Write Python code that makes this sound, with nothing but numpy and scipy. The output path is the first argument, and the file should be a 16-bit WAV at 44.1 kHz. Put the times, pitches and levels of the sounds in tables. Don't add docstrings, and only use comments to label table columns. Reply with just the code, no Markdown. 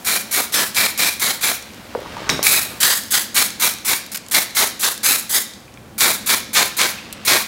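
import sys
import numpy as np
from scipy import signal
from scipy.fft import rfft, irfft
from scipy.io import wavfile
from scipy.ndimage import uniform_filter1d, map_coordinates

SR = 44100
rng = np.random.default_rng(int(sys.argv[2]) if len(sys.argv) > 2 else 0)


def put_to_file(sound):
    columns = np.atleast_2d(sound).T
    safe = np.clip(columns, -1, 1)
    whole_steps = np.round(safe * 32767)
    wavfile.write(sys.argv[1], SR, whole_steps.astype(np.int16))


def ratio(d):
    e = np.asarray(d, float) / 20
    return 10 ** e


N = 329427
TIME = np.arange(N) / SR


def unit(x):
    return x / np.sqrt(np.mean(x ** 2))


def noise():
    return rng.standard_normal(N)


def band(x, lo_hz, hi_hz, order=2):
    sos = signal.butter(order, [lo_hz, min(hi_hz, .45 * SR)], "band", fs=SR, output="sos")
    return signal.sosfilt(sos, x)


def walk(rate_hz):
    hold = max(int(SR / rate_hz), 1)
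    levels = rng.standard_normal(N // 4 + 1)[:N // hold + 1]
    return unit(uniform_filter1d(np.repeat(levels, hold), hold)[:N])


def mode(x, hz, t60):
    radius = np.exp(-np.log(1000) / (t60 * SR))
    turn = 2 * np.pi * hz / SR
    return signal.lfilter([0, np.sin(turn)], [1, -2 * radius * np.cos(turn), radius * radius], x)


def gate(start, stop, rise, fall):
    return np.clip((TIME - start) / rise, 0, 1) * np.exp(-np.clip(TIME - stop, 0, None) / fall)


def kicks(times_s, peaks_db):
    x = np.zeros(N)
    np.add.at(x, (np.array(times_s) * SR).astype(int), ratio(np.array(peaks_db)))
    return x


# at_s, level_db
ROOM_BASS = [(0.0, -43.5), (1.71, -42), (2.5, -40.5), (3.55, -40.5), (4.08, -45), (5.03, -42.5),
             (5.64, -46.5), (6.1, -37.5), (6.89, -41.5), (7.18, -39), (7.47, -43)]
# freq_hz, density_db_per_hz
ROOM_AIR = [(15, -45), (25, -26), (80, -7), (123, -10), (149, -10), (223, 1.5), (263, -5.5), (344, -6.5),
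            (405, -13), (516, -8.5), (677, -13.5), (734, -12), (4030, -25.5), (12500, -36), (16000, -51)]
# freq_hz, level_db
MAINS = [(59.5, -68), (119, -58)]
HISS_DB, HISS_FADE_DB, HISS_FADE_S = -57.5, 15, 3.4


def room_tone():
    hz, db = np.transpose(ROOM_AIR)
    shape = ratio(np.interp(np.log(np.fft.rfftfreq(N, 1 / SR) + 1), np.log(hz), db))
    air = unit(irfft(rfft(noise()) * shape, N))
    bass = signal.sosfilt(signal.butter(1, 500, fs=SR, output="sos"), air)
    swell = ratio(np.interp(TIME, *np.transpose(ROOM_BASS)) + 1.0)
    hum = sum(ratio(db + 5.0) * np.sin(2 * np.pi * hz * TIME) for hz, db in MAINS)
    settle_db = HISS_FADE_DB * np.exp(-TIME / HISS_FADE_S)
    hiss = ratio(HISS_DB + settle_db) * band(noise(), 3000, 19000, order=1)
    return bass * swell + ratio(-43.5 + 0.37 * settle_db) * (air - bass) + hum + hiss


# at_s, effort_db
MOVEMENTS = [
    [(1.65, -23), (1.79, -19.5), (2.01, -10), (2.13, -4), (2.26, -1.5), (2.356, -12), (2.43, -5),
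     (2.7, -10), (2.8, -14)],
    [(5.55, -13), (5.73, -10), (5.86, -2), (5.98, -3)],
    [(6.95, -1.5), (7.04, 0), (7.25, -2)],
]
# cloth_db, hair_db, chair_db
RUBS = [(-26, -32.5, -37.5), (-62, -66.5, -39.5), (-41.5, -38.5, -55)]
EFFORT_SLOPES = (1.0, 0.53, 0.46)


def rustle():
    grain_db = 1.9 * walk(300)
    cloth = unit(ratio(grain_db + 2.8 * walk(40)) * band(noise(), 250, 1400))
    hair = unit(ratio(grain_db + 1.5 * walk(730)) * band(noise(), 1160, 4500))
    chair = unit(band(noise(), 51, 220))
    out = np.zeros(N)
    for curve, dbs in zip(MOVEMENTS, RUBS):
        effort_db = np.interp(TIME, *np.transpose(curve), -400, -400)
        for db, slope, layer in zip(dbs, EFFORT_SLOPES, (cloth, hair, chair)):
            out += ratio(db - 4 + slope * effort_db) * layer
    return out


# start_s, peak_db, pitch_hz, t60_s
TAPS = [(1.704, -35, 2300, .02), (1.9506, -5.5, 865, 0.0046), (1.9547, -11.5, 503, 0.035),
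        (1.977, -20, 440, .025), (2.06, -22, 930, 0.013), (2.168, -17.5, 940, 0.019),
        (2.2197, -17, 600, 0.0091), (2.3924, -9, 570, 0.012), (2.392, -16, 1200, 0.01),
        (5.68, -35, 2400, .014), (5.774, -29.5, 2350, 0.011), (5.774, -34, 3270, .007),
        (2.468, -3, 2290, 0.025), (1.99, -24, 570, 0.039), (2.02, -26, 526, 0.03), (2.32, -20, 1200, .02),
        (6.986, -23.5, 2520, 0.022)]
# start_s, peak_db, crack_hz
KNOCKS = [
    (2.2924, -2, 6000),
    (2.295, 5, 2120),
    (2.2987, -2.5, 4550),
    (2.2996, 0, 5700),
]
# pitch_hz, t60_s, level_db
CAN = [(1600, .01, -8), (2200, .008, -9), (3850, .016, 1), (5500, .007, -3), (6700, .008, -9),
       (8500, .02, -13)]


def handling():
    taps = np.zeros(N)
    for t, db, hz, t60 in TAPS:
        taps += mode(band(kicks([t], [db]), 0.41 * hz, 3 * hz, order=1), hz, t60)
    cracks = sum(mode(kicks([t], [db]), hz, t60=0.0029) for t, db, hz in KNOCKS)
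    start = KNOCKS[0][0]
    rattle = gate(start, start + 0.0033, rise=0.0007, fall=0.051) * noise()
    rings = np.zeros(N)
    for hz, t60, db in CAN:
        rings += ratio(db - 38.5) / np.sqrt(t60 / 0.016) * mode(rattle, hz, t60)
    thud = gate(start, start + 0.049, rise=0.013, fall=0.037) * unit(band(noise(), 93, 390))
    contact = ratio(-20) * band(rattle, 300, 8500, order=1)
    return ratio(1.5) * taps + cracks + contact + rings + ratio(-25) * thud


def trickle():
    hiss = unit(mode(ratio(2.7 * walk(40)) * noise(), hz=2720, t60=.012))
    return ratio(-47.5) * gate(6.93, 7.24, rise=.03, fall=.02) * hiss


# start_s, peak_db, centre_hz, length_ms
POPS = [(0.5257, -13, 12000, 2.5), (0.7465, -7, 8120, 3.1), (0.9767, -6.5, 13000, 2.5),
        (1.197, -7, 10800, 3.8), (2.4291, 4.5, 10800, 1.4), (2.4669, 3.5, 12000, 7),
        (2.806, -9, 11700, 6.6), (2.83, 6, 7850, 4.7), (6.0067, 2.5, 7120, 4.4), (6.815, 6.5, 7000, 1.9),
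        (7.1266, -10.5, 10000, 4.4)]
# start_s, peak_db
DRIPS = [(1.625, -17), (1.735, -25), (1.7444, -24), (2.0025, -25), (2.1684, -25), (3.035, -11),
         (3.0844, -23), (3.283, -26), (3.5044, -8), (3.7367, -9), (3.7593, -28), (3.7753, -24),
         (3.785, -16), (4.0144, -26), (4.0633, -16), (4.264, -21), (4.285, -14.5), (4.299, -21),
         (4.507, -16), (4.9776, -12), (5.2244, -27), (5.2544, -27), (5.285, -23), (5.44, -26), (5.481, -25),
         (5.5114, -26), (5.6044, -31.5), (5.6544, -34), (5.74, -25), (5.536, -18)]
DRIP_HZ, DRIP_SPREAD, DRIP_MS = 8500, 0.24, 2.1


def spits():
    out = np.zeros(N + 2000)
    age_s = np.arange(2000) / SR
    noises = rng.standard_normal((len(POPS) + len(DRIPS), 2000))
    drips = [(t, db, DRIP_HZ * np.exp(DRIP_SPREAD * n[0]), DRIP_MS) for (t, db), n in zip(DRIPS, noises)]
    for (t, db, hz, ms), burst in zip(list(POPS) + drips, noises):
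        puff = unit(band(burst, 0.24 * hz, 1.32 * hz)) * np.exp(-age_s / (ms / 1000))
        start = int(t * SR)
        out[start:start + 2000] += ratio(db - 11.5) * puff
    return out[:N]


# at_s, path_cm, share
SHOULDER = [(.05, 24.8, .36), (.33, 23.8, .26), (.52, 31, .2), (.96, 48.5, .14), (1.35, 33, .2),
            (1.56, 24, .2), (2.43, 28.5, .18), (2.8, 23.6, .36), (3.03, 19.8, .34), (3.6, 28.5, .22),
            (4.1, 48, .16), (4.45, 52, .1), (4.75, 44.5, .18), (5.05, 27.8, .42), (5.45, 19, .42),
            (5.98, 29.7, .26), (6.24, 28.3, .2), (6.6, 41, .07)]
# at_s, path_cm, share
FACE = [(.05, 10, .15), (.45, 10.8, .17), (.53, 12, .26), (.72, 14, .2), (.97, 14.2, .2), (1.17, 10.5, .2),
        (1.41, 9, .24), (1.6, 11.5, .24), (2.43, 9, .13), (3.1, 9, .16), (3.6, 10.5, .2), (3.85, 13, .25),
        (4.05, 16.5, .2), (4.3, 11.8, .13), (4.8, 9.7, .16), (5.2, 9.7, .22), (6, 9.4, .14), (7.3, 11, .1)]


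def echoes(jet):
    bright = band(jet, 1500, 19000, order=1)
    for at_s, path_cm, share in (np.transpose(FACE), np.transpose(SHOULDER)):
        source = np.arange(N) - SR * np.interp(TIME, at_s, path_cm) / 34300
        jet = jet + np.interp(TIME, at_s, share) * map_coordinates(bright, [source])
    return jet


# start_s, liquid_after_s, shut_after_s, flow_db, head_tone_hz
PRESSES = [(0.046, 0.019, 0.13, -22.5, 2370), (0.31, 0.027, 0.1, -22, 2290),
           (0.522, 0.015, 0.12, -19, 1790), (0.748, 0.015, 0.12, -19.5, 2340),
           (0.975, 0.016, 0.12, -20.5, 2420), (1.195, 0.018, 0.12, -20, 2220),
           (1.409, 0.02, 0.11, -19.5, 2380), (2.427, 0.073, 0.17, -24, 2500),
           (2.802, 0.023, 0.14, -17.5, 1800), (3.106, 0.028, 0.078, -16.5, 1510),
           (3.344, 0.016, 0.086, -16.5, 2300), (3.597, 0.02, 0.084, -18.5, 2310),
           (3.847, 0.029, 0.09, -18.5, 2240), (4.311, 0.031, 0.079, -15.5, 2210),
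           (4.548, 0.016, 0.095, -17, 2120), (4.794, 0.034, 0.095, -18, 1590),
           (5.031, 0.016, 0.13, -21, 2450), (5.293, 0.046, 0.094, -20.5, 1960),
           (5.98, 0.023, 0.139, -18, 2270), (6.26, 0.028, 0.087, -15.5, 2330),
           (6.531, 0.019, 0.1, -15, 2320), (6.767, 0.018, 0.1, -15.5, 2240),
           (7.249, 0.023, 0.13, -16, 2280)]
# start_s, length_s, level_db
LEAKS = [
    (4.115, 0.023, -28),
    (4.143, 0.017, -24),
    (4.157, 0.0074, -36),
    (4.169, 0.008, -23),
]
# pitch_hz, t60_s, level_db
CHAMBER = [(4000, 0.0039, 0.5), (4680, 0.0089, -45)]
# at_s, treble_facing_mic_db, low_splash_on_hair_db, gas_from_tilt_db, tone_freed_by_finger_db
AIM = [(.1, 4.5, -7.5, 1, 0), (.36, 5, 0, 1.5, -1), (.58, 0.5, -3.5, 0, 1), (.8, 1.5, -10, 1.5, 2.5),
       (1.03, 2.5, -8, 0.5, 2), (1.35, -0.5, -5, -1.5, -1.5), (2.5, 9, -7.5, 6.5, 2.5),
       (2.87, 1.5, -14, 5, -1), (3.15, -0.5, -10.5, 3.5, -3), (3.65, 3.5, -4, 1, -1.5),
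       (4.45, 1.5, -1.5, 0, 1.5), (4.85, 1, -4.5, 0, -3.5), (5.1, 6.5, -6, 1.5, -2.5), (5.35, 5, -5, 0, -2),
       (6.05, 2, -2.5, 0.5, -0.5), (6.3, -0.5, -5, -0.5, -3), (6.8, -7, -2.5, 4, 1.5),
       (7.3, -1.5, -1.5, 2, 1)]
SAG_DB, BLEED_S, GAS_DB, BLEED_DB, GAS_BEAM = -1.73, 0.034, -2.5, -8.5, 0.69
HEAD_HZ, SINGS_DB, DETUNE_DB_PER_OCTAVE = 2350, -6, 6.5


def spray():
    treble, middle, low, ring, tone = np.zeros((5, N))
    droplets_db = 1.57 * walk(2500) + 1.0 * walk(250)
    noises = rng.standard_normal((4, N))
    drive = ratio(droplets_db) * noises[3]
    aim_s, *aim = np.transpose(AIM)
    for t, wet, end, flow_db, hz in PRESSES:
        face_db, splash_db, tilt_db, free_db = (np.interp(t + end / 2, aim_s, db) for db in aim)
        ring_db = SINGS_DB + free_db - DETUNE_DB_PER_OCTAVE * abs(np.log2(hz / HEAD_HZ))
        dry_gain = ratio(flow_db + GAS_BEAM * face_db)
        seal = 0.53 * gate(t, t + wet, rise=0.0011, fall=0.00074)
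        build = 0.44 * gate(t, t + wet, rise=0.016, fall=0.00076)
        gas = dry_gain * ratio(GAS_DB + tilt_db) * (seal + build)
        held = (TIME - t - wet) / (end - wet)
        sag = ratio(np.clip(2 * SAG_DB * (held - .5), -8, 8))
        liquid = sag * gate(t + wet - .002, t + end, rise=0.0083, fall=0.0019)
        shut, bled = t + end, t + end + BLEED_S
        bleed = gate(shut, bled, rise=0.0028, fall=0.014)
        bleed += ratio(-9.0 + 1.05 * tilt_db) * gate(shut, bled, rise=0.012, fall=0.026 + 0.31 * end)
        treble += gas + ratio(flow_db + face_db) * liquid + dry_gain * ratio(BLEED_DB) * bleed
        middle += ratio(-8.0) * gas + ratio(flow_db) * (liquid + ratio(-14) * bleed)
        splash = liquid * gate(t + wet, t + end, rise=0.068, fall=0.013)
        low += ratio(-44) * gas + ratio(flow_db + splash_db) * (splash + ratio(-17.5) * bleed)
        ring += ratio(flow_db + ring_db + 0.44 * face_db) * (liquid + ratio(-17) * bleed)
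        ring += ratio(ring_db - 9) * gas
        now = slice(int(t * SR), int((t + 0.22) * SR))
        sharp = unit(mode(drive[now], hz, t60=.011))
        blurred = unit(mode(noises[1, now], .9 * hz, t60=.002))
        tone[now] = sharp + .35 * blurred
    for t, length, db in LEAKS:
        puff = ratio(db) * gate(t, t + length, rise=0.0032, fall=.0015)
        treble += puff
        middle += ratio(-4.0) * puff
    jet = treble * unit(ratio(droplets_db + 0.13 * walk(60)) * band(noises[0], 6800, 14900, order=1))
    jet += middle * unit(ratio(0.73 * droplets_db + 1.45 * walk(70)) * band(noises[1], 970, 6600))
    jet += low * unit(band(ratio(1.3 * droplets_db + 1.8 * walk(50)) * noises[2], 270, 2000))
    head = tone + sum(ratio(db) * unit(mode(drive, hz, t60)) for hz, t60, db in CHAMBER)
    jet -= 0.29 * band(jet, 2720, 3070, order=1)
    return ratio(-1.4) * echoes(jet) + ring * head


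# centre_hz, t60_s, level_db
ROOM_T60 = [(294, 0.51, -12), (1200, 0.4, -7), (3230, 0.68, -8), (6000, 0.38, -12), (12000, 0.083, -32)]


def reverb(x):
    age_s = np.arange(SR // 2) / SR
    onset = np.clip(age_s / 0.0021 - .5, 0, 1)
    tail = 0
    for (hz, t60, db), burst in zip(ROOM_T60, rng.standard_normal((len(ROOM_T60), 2, len(age_s)))):
        part = band(burst, hz / 2, hz * 1.8) * np.exp(-np.log(1000) * age_s / t60) * onset
        tail = tail + ratio(db) * part / np.sqrt(np.sum(part ** 2) / 2) * np.sqrt(hz / 22000)
    place = np.array([walk(5) for _ in range(2)])
    place /= np.sqrt(np.sum(place ** 2, axis=0))
    return signal.fftconvolve(x * place, tail, axes=1)[:, :N].sum(axis=0)


def scene():
    near = band(spray() + spits(), 112, 20000) + handling() + rustle() + trickle()
    mid = near + reverb(near) + room_tone()
    side = ratio(-33.5) * band(np.roll(mid, 900), 200, 670, order=3)
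    return np.array([mid + side, mid - side])


def band_limit(x):
    return signal.sosfilt(signal.butter(12, 16960, fs=SR, output="sos"), x)


# centre_s, low_hz, high_hz, level_db
SWIRLS = [
    (.575, 5200, 7500, -30),
    (2.575, 13100, 16000, -29),
    (2.575, 4120, 5670, -32),
    (4.41, 13800, 16000, -33),
    (4.41, 10400, 11900, -32),
    (6.665, 10400, 12300, -35),
]


def record(dry):
    side = np.zeros(N)
    for (t, lo_hz, hi_hz, db), burst in zip(SWIRLS, rng.standard_normal((len(SWIRLS), 2048))):
        start = int(t * SR) - 1024
        swirl = np.hanning(2048) * unit(band(burst, lo_hz, hi_hz, order=6))
        side[start:start + 2048] += ratio(db + 2.5) * swirl
    low_pass = signal.ellip(10, .2, 70, 15800, fs=SR, output="sos")
    cut = signal.sosfilt(low_pass, dry + np.array([side, -side]))
    return band_limit(np.clip(cut, -1, 1))


dry = scene()
out = record(dry)
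put_to_file(out)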